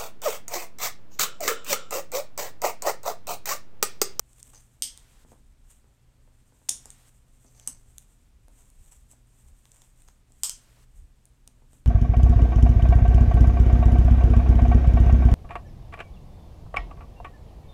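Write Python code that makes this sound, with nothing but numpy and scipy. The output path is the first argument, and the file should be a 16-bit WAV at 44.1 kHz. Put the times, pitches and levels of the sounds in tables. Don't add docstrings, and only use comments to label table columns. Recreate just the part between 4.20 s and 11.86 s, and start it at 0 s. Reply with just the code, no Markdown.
import sys
import numpy as np
from scipy import signal
from scipy.fft import rfft, irfft, next_fast_len
from scipy.io import wavfile
from scipy.ndimage import uniform_filter1d, map_coordinates

SR = 44100
rng = np.random.default_rng(int(sys.argv[2]) if len(sys.argv) > 2 else 0)


def master_out(mix):
    frames = np.transpose(np.atleast_2d(mix))
    ceiling = np.clip(frames, -1, 1)
    pcm = np.round(ceiling * 32767).astype(np.int16)
    wavfile.write(sys.argv[1], SR, pcm)


N = 337806
TOP_HZ = 16300

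# (pitch_hz, width_hz, level_db)
TAB_MODES = [(950, 1000, -24.5), (2940, 490, -18.5), (5450, 570, -14), (6330, 500, -5), (8200, 510, 6),
             (9800, 310, -3.5), (10620, 700, -6.5), (12150, 540, -8), (13700, 400, -27)]
# (pitch_hz, relative level_db per Hz)
LOW_SPECTRUM = [(10, -24), (20, -0.5), (29, 2), (40, -4.5), (62, -5), (90, -16.5), (160, -29.5), (400, -60)]


def amp(db):
    return 10 ** (np.asarray(db) / 20)


def unit(x):
    return x / np.sqrt(np.mean(x ** 2) + 1e-20)


def along(points, hz):
    point_hz, value = np.transpose(points)
    return np.interp(np.log(hz + 1), np.log(point_hz + 1), value)


def wobble(rate):
    points = rng.standard_normal(int(N * rate / SR) + 4)
    return map_coordinates(points, [np.arange(N) * rate / SR])


def filtered(x, response):
    size = next_fast_len(len(x) + SR // 8)
    hz = np.fft.rfftfreq(size, 1 / SR)
    return irfft(rfft(x, size) * response(hz), size)[:len(x)]


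def coloured(x, spectrum):
    return unit(filtered(x, lambda hz: amp(along(spectrum, hz))))


def add(track, s, x):
    start = max(round(s * SR), 0)
    track[start:start + len(x)] += x[:max(N - start, 0)]


def blow(length, chatter):
    t = np.arange(SR // 2) / SR
    grit = rng.standard_normal(len(t)) * np.exp(-t / length)
    force = chatter * grit / np.linalg.norm(grit)
    force[0] += 1
    return force


def ring(force, modes, bright, pitch=1, travel=.0003, scatter_db=0.36, steepness=1.326):
    hz, width, db = np.transpose(modes)[:, :, None]
    hz = hz * pitch
    tilt_db = bright * np.log2(hz / hz.mean())
    gains = amp(db + tilt_db + scatter_db * rng.standard_normal(hz.shape))
    f = np.fft.rfftfreq(len(force), 1 / SR)
    humps = (f * width) ** 2 / ((hz ** 2 - f ** 2) ** 2 + (f * width) ** 2)
    power = np.sum(gains ** 2 * humps ** steepness, axis=0)
    cepstrum = irfft(np.log(power + 1e-9) / 2)
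    cepstrum[1:] *= 2
    cepstrum[len(cepstrum) // 2:] = 0
    lag = 4 * np.pi * travel * np.sqrt(hz.mean() * f)
    return irfft(rfft(force) * np.exp(rfft(cepstrum) - 1j * lag))


def peaked(x, db):
    return amp(db) * x / np.abs(signal.hilbert(x)).max()


def in_room(x, room_db, wall_delay=.0082, wall_db=-12, near_db=-5):
    # (pitch_hz, fade_s)
    fade_times = [(200, 0.61), (600, 0.19), (1500, .34), (4000, .27), (8000, .235), (14000, .17)]
    hz, t, z = signal.stft(rng.standard_normal(SR // 2), SR, nperseg=256)
    fading = z * amp(-60 * t / along(fade_times, hz)[:, None])
    tail = signal.istft(fading, SR, nperseg=256)[1]
    first = round(wall_delay * SR)
    tail[:first] *= amp(near_db)
    tail /= np.linalg.norm(tail)
    tail[first] += amp(wall_db)
    return x + amp(room_db) * signal.fftconvolve(x, tail)[:len(x)]


def swell(s, db, length):
    rise = .46
    edge_db, roundness = 7.5, 1.4
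    t = np.arange(N) / SR - s
    away = np.abs(t) / (length * np.where(t < 0, rise, 1 - rise))
    return amp(db - edge_db * np.minimum(away, 10) ** roundness)


def background(air_db=-64.0, hum_db=-68, hum_hz=120):
    # (pitch_hz, relative level_db per Hz)
    air_spectrum = [(40, -10.5), (130, 1.5), (190, -5.5), (260, -4.5), (340, -11), (700, -13),
                    (1200, -13.5), (2500, -15), (4700, -18), (8200, -19), (10500, -23), (14000, -25.5),
                    (16000, -35)]
    draught_gain = amp(-57.5 + 1.17 * wobble(5))
    rumble = draught_gain * coloured(rng.standard_normal(N), LOW_SPECTRUM)
    hiss = amp(air_db) * coloured(rng.standard_normal(N), air_spectrum)
    phase = 2 * np.pi * hum_hz * np.arange(N) / SR + 0.26 * wobble(7.8)
    hum = unit(np.sin(phase) * amp(3.0 * wobble(3)))
    return rumble + hiss + amp(hum_db) * hum


def rubbing(grain_db=2.0, flutter_db=2.0):
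    # (pitch_hz, relative level_db per Hz)
    strap_spectrum = [(200, -30.5), (600, -13.5), (1500, -14.5), (3400, -12), (4700, -22.5), (6300, -8),
                      (8300, 0), (10500, -13), (14000, -12.5), (16000, -29)]
    # (fastest_s, level_db, length_s)
    strokes = [(0.24, -54.5, 0.43), (1.118, -55, 0.11), (1.524, -54.5, .12), (2.422, -61.5, 0.56),
               (2.918, -61, 0.14), (3.383, -56, 0.46), (3.82, -60, 0.4), (4.397, -54, 0.13),
               (4.663, -55.5, 0.33), (4.91, -54.5, 0.076), (5.225, -60, 0.36), (5.561, -56, .25),
               (5.854, -59, 0.16), (6.21, -57.5, 0.16), (6.77, -57.5, 0.063), (7.549, -58.5, .09)]
    grains = rng.standard_normal(N) * amp(grain_db * wobble(700) + flutter_db * wobble(35))
    grip = amp(-70.5 + 1 * wobble(4))
    sliding = np.sqrt(grip ** 2 + sum(swell(*stroke) ** 2 for stroke in strokes))
    return sliding * coloured(grains, strap_spectrum)


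def knocks():
    # (pitch_hz, width_hz, level_db)
    frame_modes = [(134, 70, -5.5), (251, 62, 0.5), (390, 89, -5), (580, 400, -4.5), (870, 120, -7),
                   (1400, 700, -20.5)]
    # (start_s, peak_db, brightness in dB per octave)
    pushes = [(.28, -51.5, -0.5), (.622, -50.5, -8), (1.049, -43, 1.5), (1.119, -39, -0.5), (1.132, -45, 0),
              (1.643, -48.5, 3.5), (2.076, -50, 3.5), (2.323, -50, 3), (2.417, -49, 4.5), (2.4907, -39, -2),
              (2.657, -43.5, 5), (3.248, -45.5, -0.5), (3.397, -56, 2.5), (3.474, -42, -5),
              (4.282, -44.5, 1), (4.934, -48, 2), (6.104, -51, -3), (7.276, -53, -2), (7.421, -47, 0.5),
              (7.532, -47, -2.5)]
    nudge_count, nudge_db, nudge_spread_db = 12, -57, 2
    nudges = [(rng.uniform(0, N / SR), rng.normal(nudge_db, nudge_spread_db), 0)
              for _ in range(nudge_count)]
    out = np.zeros(N)
    for s, db, bright in pushes + nudges:
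        knock = ring(blow(length=.004, chatter=0.34), frame_modes, bright)
        add(out, s, in_room(peaked(knock, db), room_db=-2.5))
    return out


def ticks():
    # (pitch_hz, width_hz, level_db)
    catch_modes = [(985, 900, -31.5), (2000, 1600, -31), (3685, 850, -14), (6950, 1500, -6.5),
                   (8800, 1100, -1), (10300, 920, -14.5), (13000, 1800, -24.5)]
    # (start_s, peak_db, pitch factor, brightness in dB per octave)
    touches = [(.132, -36, 0.92, 0), (.1987, -37.5, 0.81, 6), (0.2025, -34, 0.89, -5),
               (.2291, -25.5, .91, 4), (0.7754, -28, 0.97, -6.5), (2.6567, -28, 0.84, 19),
               (2.704, -26, 0.97, -0.5), (3.3979, -31.5, 0.87, -5.5), (3.7823, -24, 1.01, 0.5),
               (4.2832, -38, 1.1, -1), (4.5018, -37, 1.03, 12), (5.4547, -36.5, 0.96, -6.5),
               (5.518, -32.5, .907, -4), (5.6187, -36, 0.94, -7.5), (5.8204, -37.5, 1, -6.5),
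               (5.8858, -36, 0.97, -9.5), (6.121, -37.5, 0.89, 7), (7.055, -33.5, 1.07, 4),
               (7.2763, -28.5, 0.93, -3.5), (7.532, -38, 1.03, -2)]
    out = np.zeros(N)
    for s, db, pitch, bright in touches:
        tick = ring(blow(length=0.00043, chatter=0.56), catch_modes, bright, pitch)
        add(out, s, in_room(peaked(tick, db), room_db=-7))
    return out


def scrapes(slip_rate=1100):
    # (start_s, level_db, length_s, pitch factor, brightness in dB per octave)
    runs = [(0.333, -49.5, 0.007, 1, -8.5), (0.345, -51.5, 0.034, 0.77, -4),
            (1.085, -63.5, 0.034, 0.79, -7), (3.258, -58.5, 0.025, 0.75, 0.5), (3.347, -60, 0.23, 0.75, -6),
            (4.369, -67.5, 0.063, 0.79, -8), (4.714, -52, 0.019, 0.95, -5), (4.899, -55, 0.035, 0.97, -2),
            (5.527, -63, 0.12, 0.89, -6.5), (5.876, -56, 0.014, 0.78, -6.5)]
    out = np.zeros(N)
    t = np.arange(SR // 2) / SR
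    for s, db, length, pitch, bright in runs:
        strength = rng.standard_normal(len(t))
        happens = rng.random(len(t)) < slip_rate / SR
        slips = strength * happens * (t < length)
        slips[0] = 1
        scrape = ring(slips, TAB_MODES, bright, pitch)
        scrape *= amp(db) * np.sqrt(length * SR) / np.linalg.norm(scrape)
        add(out, s, in_room(scrape, room_db=-2.5))
    return out


def snaps(rows, modes, chatter, travel):
    out = np.zeros(N)
    for s, db, pitch, bright, length, room_db, muffle_hz in rows:
        snap = ring(blow(length, chatter), modes, bright, pitch, travel)
        thumb = signal.butter(2, min(muffle_hz, TOP_HZ), fs=SR, output="sos")
        snap = signal.sosfilt(thumb, snap)
        snap *= amp(db) * np.sqrt(SR / 100) / np.linalg.norm(snap)
        add(out, s, in_room(snap, room_db))
    return out


def snapping_shut():
    # (pitch_hz, width_hz, level_db)
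    buckle_modes = [(970, 550, -26), (2050, 990, -23.5), (3185, 480, -11), (5240, 750, -4.5),
                    (6400, 750, -1), (7440, 290, -2.5), (8440, 1000, 1), (9600, 440, -9),
                    (11500, 1600, -9.5), (12640, 1800, -15.5), (14300, 1500, -22)]
    # (start_s, level_db, pitch factor, brightness in dB per octave,
    # contact_s, room_db, muffle_hz above which the thumb dulls it)
    closings = [(.622, -25, 1, -0.5, .0004, -1, 14000), (2.4878, -38.5, 0.84, -7, 0.0018, -11.5, 12000),
                (2.4914, -23.5, 1.1, 1, 0.0027, -8, 9100), (2.4942, -24.5, 1.08, 1.5, .0007, -4, 9100),
                (6.234, -24.5, 1, -0.5, 0.0004, 0.8, 13000), (6.295, -31, 0.97, -1.5, 0.00053, -6.5, 14000)]
    return snaps(closings, buckle_modes, chatter=0.55, travel=.0007)


def springing_open():
    # (start_s, level_db, pitch factor, brightness in dB per octave,
    # contact_s, room_db, muffle_hz above which the thumb dulls it)
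    releases = [(3.4736, -27.5, 0.99, -1, 0.0023, -6.5, 14000)]
    return snaps(releases, TAB_MODES, chatter=0.39, travel=.0015)


def arm():
    # (top_s, level_db, length_s)
    moves = [(4.153, -55, 0.21), (4.62, -52.5, 0.15), (5.32, -50, .16), (6.79, -43, .11)]
    return sum(swell(*move) for move in moves) * coloured(rng.standard_normal(N), LOW_SPECTRUM)


def suppress(x, depth_db=9, quiet_db=-55, span_db=13, loud_db=-29.0, hold=0.405, corner_hz=520):
    treble = filtered(x, lambda hz: hz * hz / (hz * hz + corner_hz * corner_hz))

    def level(size):
        return 10 * np.log10(np.abs(uniform_filter1d(treble ** 2, size)) + 1e-14)

    passing = np.clip((level(size=SR // 300) - quiet_db) / span_db, 0, 1)
    loud = level(size=SR // 30) > loud_db
    trigger = np.diff(loud.astype(int), prepend=0) > 0
    trigger = np.roll(trigger, SR // 60)
    held = signal.fftconvolve(trigger, np.ones(round(hold * SR)))[:N] > .5
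    opening = np.maximum(passing, uniform_filter1d(held.astype(float), size=SR // 70))
    return x - treble * (1 - amp(-depth_db * (1 - opening)))


def scene():
    room_and_hands = background() + rubbing() + knocks() + arm()
    buckle = ticks() + scrapes() + snapping_shut() + springing_open()
    return (room_and_hands + buckle)[None]


def record(dry):
    return filtered(suppress(dry[0]), lambda hz: 1 / (1 + (hz / TOP_HZ) ** 120))[None]


dry = scene()
out = record(dry)
master_out(out)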